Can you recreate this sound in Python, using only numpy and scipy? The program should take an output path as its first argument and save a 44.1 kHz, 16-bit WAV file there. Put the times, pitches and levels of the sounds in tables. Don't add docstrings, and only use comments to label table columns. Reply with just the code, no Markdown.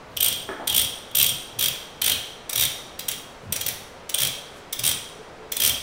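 import sys
import numpy as np
from scipy import signal
from scipy.fft import rfft, irfft, next_fast_len
from scipy.io import wavfile
from scipy.ndimage import uniform_filter1d

SR = 44100
rng = np.random.default_rng(int(sys.argv[2]) if len(sys.argv) > 2 else 0)


def wav_out(sig):
    wavfile.write(sys.argv[1], SR, np.round(np.clip(np.atleast_2d(sig).T, -1, 1) * 32767).astype(np.int16))


N = 256662
TIME = np.arange(N) / SR


def from_db(db):
    return 10 ** (np.asarray(db) / 20)


def rms_one(x):
    return x / np.sqrt(np.mean(x ** 2) + 1e-20)


def energy_one(rows):
    return rows / np.sqrt(np.sum(rows ** 2, axis=-1, keepdims=True) + 1e-20)


def butter(x, hz, kind, order=2):
    sections = signal.butter(order, np.clip(hz, 10, SR / 2 - 500), kind, fs=SR, output="sos")
    return signal.sosfilt(sections, x + 1e-18)


def resonate(x, hz, width_hz):
    r = np.exp(-np.pi * width_hz / SR)
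    feedback = [1, -2 * r * np.cos(2 * np.pi * hz / SR), r * r]
    return signal.lfilter(np.array([1, 0, -1]) * (1 - r * r) / 2, feedback, x + 1e-18)


def noise(colour):
    size = next_fast_len(N)
    hz = np.arange(size // 2 + 1) * SR / size
    table_hz, table_db = np.transpose(colour)
    gain = from_db(np.interp(np.log(np.maximum(hz, 1)), np.log(table_hz), table_db))
    return rms_one(irfft(rfft(rng.standard_normal(size)) * gain, size)[:N])


def place(times, bursts, levels_db):
    out = np.zeros(N + bursts.shape[1])
    for s, burst, db in zip(times, bursts, levels_db):
        start = max(round(s * SR), 0)
        out[start:start + len(burst)] += from_db(db) * burst
    return out[:N]


# f/Hz, relative level/dB
BACKGROUND_COLOUR = [(25, 2), (60, -3), (150, 0), (300, -1.5), (480, 3.5), (750, 0), (1200, -3), (2200, -9),
                     (3500, -14), (6000, -21.5), (10000, -30.5), (16000, -65)]

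def background(level_db):
    return from_db(level_db) * noise(BACKGROUND_COLOUR)


# f/Hz, relative level/dB
RUMBLE_COLOUR = [(25, -13), (50, -2.5), (78, 6), (100, 3.5), (140, -17.5), (260, 1), (400, -29.5)]
# middle t/s, half length/s,
# die's grip on the pipe/dB, lean of the low ring to its upper modes/dB, rumble/dB, boom/dB
SWINGS = [(0.29, 0.17, -0.5, -1, -52.5, -41.5), (0.774, 0.11, -2, 3.5, -42, -37.5),
          (1.264, 0.11, -2, 4, -50, -36), (1.65, 0.084, 0, -2.5, -56, -36),
          (2.122, 0.096, 3, 0.5, -47, -39), (2.637, 0.08, 0.5, 9, -46.5, -36.5),
          (3.117, 0.16, -0.5, -1.5, -65, -49), (3.67, 0.16, 0.5, -5, -54, -44.5),
          (4.267, 0.056, 1, -1, -53, -32.5), (4.892, 0.094, -0.5, -1.5, -51, -35.5),
          (5.685, 0.095, 0, -2.5, -40.5, -47)]

def bench(rumble_db, boom_db, boom_hz, boom_width_hz, rest_rumble_db, rest_boom_db, steepness):
    rumble_gain, boom_gain = from_db(rest_rumble_db), from_db(rest_boom_db)
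    for s, half_s, _, _, swing_rumble_db, swing_boom_db in SWINGS:
        swell = np.exp(-np.abs((TIME - s) / half_s) ** steepness)
        rumble_gain = rumble_gain + from_db(rumble_db + swing_rumble_db) * swell
        boom_gain = boom_gain + from_db(boom_db + swing_boom_db) * swell
    boom = rms_one(resonate(rng.standard_normal(N), boom_hz, boom_width_hz))
    return rumble_gain * noise(RUMBLE_COLOUR) + boom_gain * boom


# t/s, level/dB, boost of the low, middle and top ring/dB
LONE_SNAPS = [(0.1724, -3.5, 13.5, 0, 12), (0.328, -1.5, 0, -13, -4), (0.6778, 3, 6.5, 5.5, 4),
              (0.7002, -1.5, 12.5, 6, -1), (0.7286, -1, 6, -8, 1), (0.8491, -3, 10.5, 5, 2),
              (1.1144, -23, 15, -11, -17), (1.293, -1, 6, 10.5, 7), (2.4986, -1, -11, 5, -1),
              (2.533, 1.5, -17, -7, -4), (2.995, -2, 0, -19, -4), (3.0883, 3, -2.5, 1, 4),
              (3.117, -2.5, 0, 3, -11), (3.527, 2, -3, 9, 6), (3.5634, 2.5, -27, -16, -19),
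              (3.6148, 1, -7, -12, -7), (3.666, 2.5, -10, -11, -1), (3.6877, 3, -24, -5, 2),
              (4.097, -2, -15, -24.5, -19), (4.1463, 1, 4.5, 11.5, 7), (4.7309, 0.5, -4, -3.5, -5),
              (4.7953, 1.5, -12, -20, -11), (5.523, 2.5, -8, -12, 0), (5.5691, 1, -2, 8, 1)]
# first t/s, length/s, delay of the middle teeth/s, number of teeth,
# level/dB, boost of the low, middle and top ring/dB
RUSHES = [(0.2078, 0.077, 0.00024, 5, 3.4, 7, 7, 10), (0.7485, .0684, -.002, 5, 5, 4.5, 6, 9),
          (1.1534, .112, -.0015, 8, 5.1, 3.5, 5.5, 7), (1.594, 0.091, -.0048, 6, 3.94, 3, -1.5, 3.8),
          (2.0203, 0.1, .002, 6, 4.05, 3.3, 2, 4), (2.56, .093, 0.0058, 7, 4.5, 0.5, 0, 3),
          (4.187, .0863, -.0027, 6, 3.5, -0.5, -2.5, 0), (4.8407, .0746, -0.0065, 6, 4.8, -3.5, 2, -1),
          (5.6035, 0.092, 0.00097, 7, 6.3, -0.5, 1, 4)]

def pawl_snaps():
    jerk_db = 1.5
    end_slowing, end_softer_db, end_ringier_db = 0.33, 3.5, 2
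    rows = [np.array(LONE_SNAPS)]
    for first_s, length_s, delay_s, teeth, db, *ring_db in RUSHES:
        turn = np.linspace(0, 1, round(teeth))
        speed = 4 * turn * (1 - turn)
        progress = turn + end_slowing * turn * (1 - turn) * (1 - 2 * turn)
        times = first_s + length_s * progress + delay_s * speed
        crack_db = jerk_db * (turn == 0)
        levels_db = db - end_softer_db * (1 - speed) + crack_db
        scatter_db = 1.5 * rng.standard_normal((len(turn), len(ring_db)))
        free_db = end_ringier_db * (1 - speed[:, None]) + scatter_db
        rows.append(np.column_stack([times, levels_db, ring_db + free_db - crack_db[:, None]]))
    return np.vstack(rows)


def pawl_contacts(count, slip_s, slip_db, slip_decay_s, slip_cut_hz, rise_s, snap_decay_s,
                  grit_db, impact_db, bounce_s, bounce_db):
    t = np.arange(-SR // 100, SR // 25) / SR
    chance = rng.standard_normal((count, 4 + 2 * len(t)))
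    grains, sizes = np.split(chance[:, 4:], 2, axis=1)
    grit = grains * from_db(grit_db * sizes)
    since_slip = t + slip_s * np.exp(0.15 * chance[:, :1])
    slip = from_db(slip_db + chance[:, 1:2]) * (since_slip > 0) * np.exp(-abs(since_slip) / slip_decay_s)
    scrape = butter(slip * grit, slip_cut_hz, "low", order=1)
    snap = np.exp(-np.abs(t) / np.where(t < 0, rise_s, snap_decay_s))
    since_bounce = t - bounce_s * np.exp(0.27 * chance[:, 2:3])
    bounce = from_db(bounce_db + 2 * chance[:, 3:4]) * np.exp(-np.abs(since_bounce) / rise_s)
    impact = from_db(impact_db) * butter(1. * (t == 0), 6000, "high", order=1)
    return t[0], scrape + (snap + bounce) * grit + impact


# f/Hz, width/Hz, relative level/dB
STEEL_MODES = [(2960, 340, -41), (3248, 80, -8), (3445, 76, -11), (3720, 110, -14), (4660, 430, -16.5),
               (5826, 47, -26.5), (5680, 280, -14), (7340, 250, -21.5), (7970, 220, -16), (8893, 94, -10),
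               (9320, 250, -13.5), (9870, 99, -19), (10360, 470, -15), (11770, 220, -20.5),
               (13420, 41, -11), (13470, 200, -26), (14000, 240, -10), (15200, 300, -14)]
# centre f/Hz, reach to either side/Hz
MAIN_RINGS = [(3280, 200), (8930, 340), (13380, 500)]
# f/Hz, width/Hz, relative level/dB
VISE_MODES = [(596, 310, -23), (1330, 890, -25.5), (2260, 760, -10.5), (4250, 330, -19),
              (6360, 1070, -17.5)]

def ratchet(crack_db, crack_hz, head_low_hz, scatter_db, grip_loss, lean_hz, lean_reach_hz):
    times, levels_db, *ring_db = pawl_snaps().T
    swing_s, _, swing_grip_db, swing_lean_db, _, _ = np.transpose(SWINGS)
    grip_db = np.interp(times, swing_s, swing_grip_db)
    lean_db = np.interp(times, swing_s, swing_lean_db)
    lead_s, force = pawl_contacts(
        count=len(times), slip_s=0.0045, slip_db=-3.5, slip_decay_s=0.0097, slip_cut_hz=11000,
        rise_s=0.0013, snap_decay_s=0.0017, grit_db=0.5, impact_db=14, bounce_s=0.007, bounce_db=-5.5)
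    clicks = from_db(crack_db) * energy_one(butter(force, crack_hz, "high", order=3))
    scatter = scatter_db * rng.standard_normal((len(times), len(STEEL_MODES)))
    on_head = butter(force, head_low_hz, "high", order=4)
    since_snap = np.maximum(lead_s + np.arange(force.shape[1]) / SR, 0)
    loss = grip_loss * from_db(grip_db)[:, None] * since_snap
    for (hz, width_hz, mode_db), chance_db in zip(STEEL_MODES, scatter.T):
        boost_db = sum(db * np.exp(-((hz - centre) / reach) ** 2)
                       for db, (centre, reach) in zip(ring_db, MAIN_RINGS))
        offset = (hz - lean_hz) / lean_reach_hz
        boost_db += lean_db * 2 * offset * np.exp(-offset ** 2)
        ring = np.exp(-np.pi * hz * loss) * resonate(on_head, hz, width_hz)
        clicks += from_db(mode_db + boost_db + chance_db)[:, None] * energy_one(ring)
    for hz, width_hz, mode_db in VISE_MODES:
        clicks += from_db(mode_db + grip_db)[:, None] * energy_one(resonate(force, hz, width_hz))
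    return place(times + lead_s, clicks, levels_db)


# f/Hz, time to fade by 60 dB/s, relative level/dB
ECHO_BANDS = [(150, 0.48, 1.5), (800, 1, 6), (2000, 0.97, 3.5), (3300, 0.85, 4), (6000, 0.86, 1),
              (9100, 0.65, -0.5), (13000, 0.56, -5), (16000, 0.42, 1)]

def wall_echoes(x, gap_s, build_s, early_db, early_s, patterns):
    t = np.arange(SR) / SR
    log_hz = np.log(np.arange(SR // 2 + 1) + 1)
    centres = np.log([row[0] for row in ECHO_BANDS])
    white = rfft(rng.standard_normal((patterns, SR)))
    tails = 0
    for share, (_, fade_s, db) in zip(np.eye(len(ECHO_BANDS)), ECHO_BANDS):
        band = irfft(white * np.interp(log_hz, centres, share), SR)
        tails = tails + band * from_db(db - 60 * t / fade_s)
    build_up = np.clip((t - gap_s) / build_s, 0, 1)
    early_boost = 1 + from_db(early_db) * np.exp(-t / early_s)
    echoes = energy_one(tails * build_up * early_boost)
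    active = np.arange(N) // (SR // 60) % patterns
    blend = uniform_filter1d(1. * (active == np.arange(patterns)[:, None]), size=200)
    return signal.fftconvolve(x * np.sin(blend * np.pi / 2), echoes, axes=1).sum(0)[:N]


# t/s, relative level/dB, treble limit/Hz
KNOCKS = [(0.490, 0.5, 1870), (0.598, -5, 1180)]
# f/Hz, width/Hz, relative level/dB
WOOD_MODES = [(264, 31, -11), (393, 47, -0.5), (478, 120, 2), (696, 170, -1.5), (850, 50, 1.5),
              (1180, 81, -5.5), (1530, 130, 0.5), (1660, 110, -10)]

def knocks(level_db, thud_db, contact_s):
    t = np.arange(SR // 12) / SR
    out = 0
    for s, db, top_hz in KNOCKS:
        blow = rng.standard_normal((1, len(t))) * np.exp(-t / contact_s)
        force = butter(blow, top_hz, "low", order=5)
        sound = from_db(thud_db) * energy_one(butter(force, 400, "high"))
        for hz, width_hz, mode_db in WOOD_MODES:
            reach = 1 / np.hypot(1, (hz / top_hz) ** 4)
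            sound += from_db(mode_db) * reach * energy_one(resonate(force, hz, width_hz))
        out = out + place([s], energy_one(sound), [db + level_db])
    return out


# middle t/s, half length/s, level/dB
RUBS = [(3.44, .03, -64), (4.576, 0.038, -55.5)]

def die_rubs(low_hz, high_hz):
    swell = sum(from_db(db) * np.exp(-((TIME - s) / half_s) ** 2) for s, half_s, db in RUBS)
    return swell * rms_one(butter(rng.standard_normal(N), [low_hz, high_hz], "band"))


def thump(start_s, peak_s, end_s, start_hz, end_hz, tone_db, shudder_db, shudder_hz):
    hz = np.interp(TIME, [start_s, end_s], [start_hz, end_hz])
    tone = from_db(tone_db) * np.sin(2 * np.pi * np.cumsum(hz) / SR)
    shudder = from_db(shudder_db) * rms_one(butter(rng.standard_normal(N), shudder_hz, "band", order=3))
    return np.interp(TIME, [start_s, peak_s, end_s], [0, 1, 0]) * (tone + shudder)


def whine(hz, width_hz, level_db, start_s, full_s, end_s):
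    tone = rms_one(resonate(resonate(rng.standard_normal(N), hz, width_hz), hz, width_hz))
    return from_db(level_db) * tone * np.interp(TIME, [start_s, full_s, end_s], [0, 1, 0])


def scene():
    tool = ratchet(crack_db=-4, crack_hz=3110, head_low_hz=2170, scatter_db=2.5,
                   grip_loss=0.0064, lean_hz=3464, lean_reach_hz=520)
    tool += die_rubs(low_hz=4000, high_hz=12000)
    wood = knocks(level_db=-4, thud_db=4.5, contact_s=0.0027)
    tool_echo = wall_echoes(tool, gap_s=0.0013, build_s=0.0045, early_db=1, early_s=0.085, patterns=7)
    wood_echo = wall_echoes(wood, gap_s=0.0021, build_s=0.004, early_db=-10, early_s=0.026, patterns=3)
    rumble = bench(rumble_db=-0.5, boom_db=-5.5, boom_hz=125.7, boom_width_hz=19.5,
                   rest_rumble_db=-60, rest_boom_db=-68.5, steepness=3.1)
    rumble += thump(start_s=3.42, peak_s=3.49, end_s=3.55, start_hz=138, end_hz=59.5,
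                    tone_db=-34, shudder_db=-36.5, shudder_hz=[139, 216])
    hush = background(level_db=-43.5)
    hush += whine(hz=435, width_hz=30, level_db=-49, start_s=5.1, full_s=5.13, end_s=6.5)
    return (tool + from_db(-3) * tool_echo + wood + from_db(1.5) * wood_echo + rumble + hush)[None]


def record(dry):
    cutoff_hz = 15750
    return signal.sosfilt(signal.ellip(12, 0.1, 80, cutoff_hz, fs=SR, output="sos"), dry)


dry = scene()
out = record(dry)
wav_out(out)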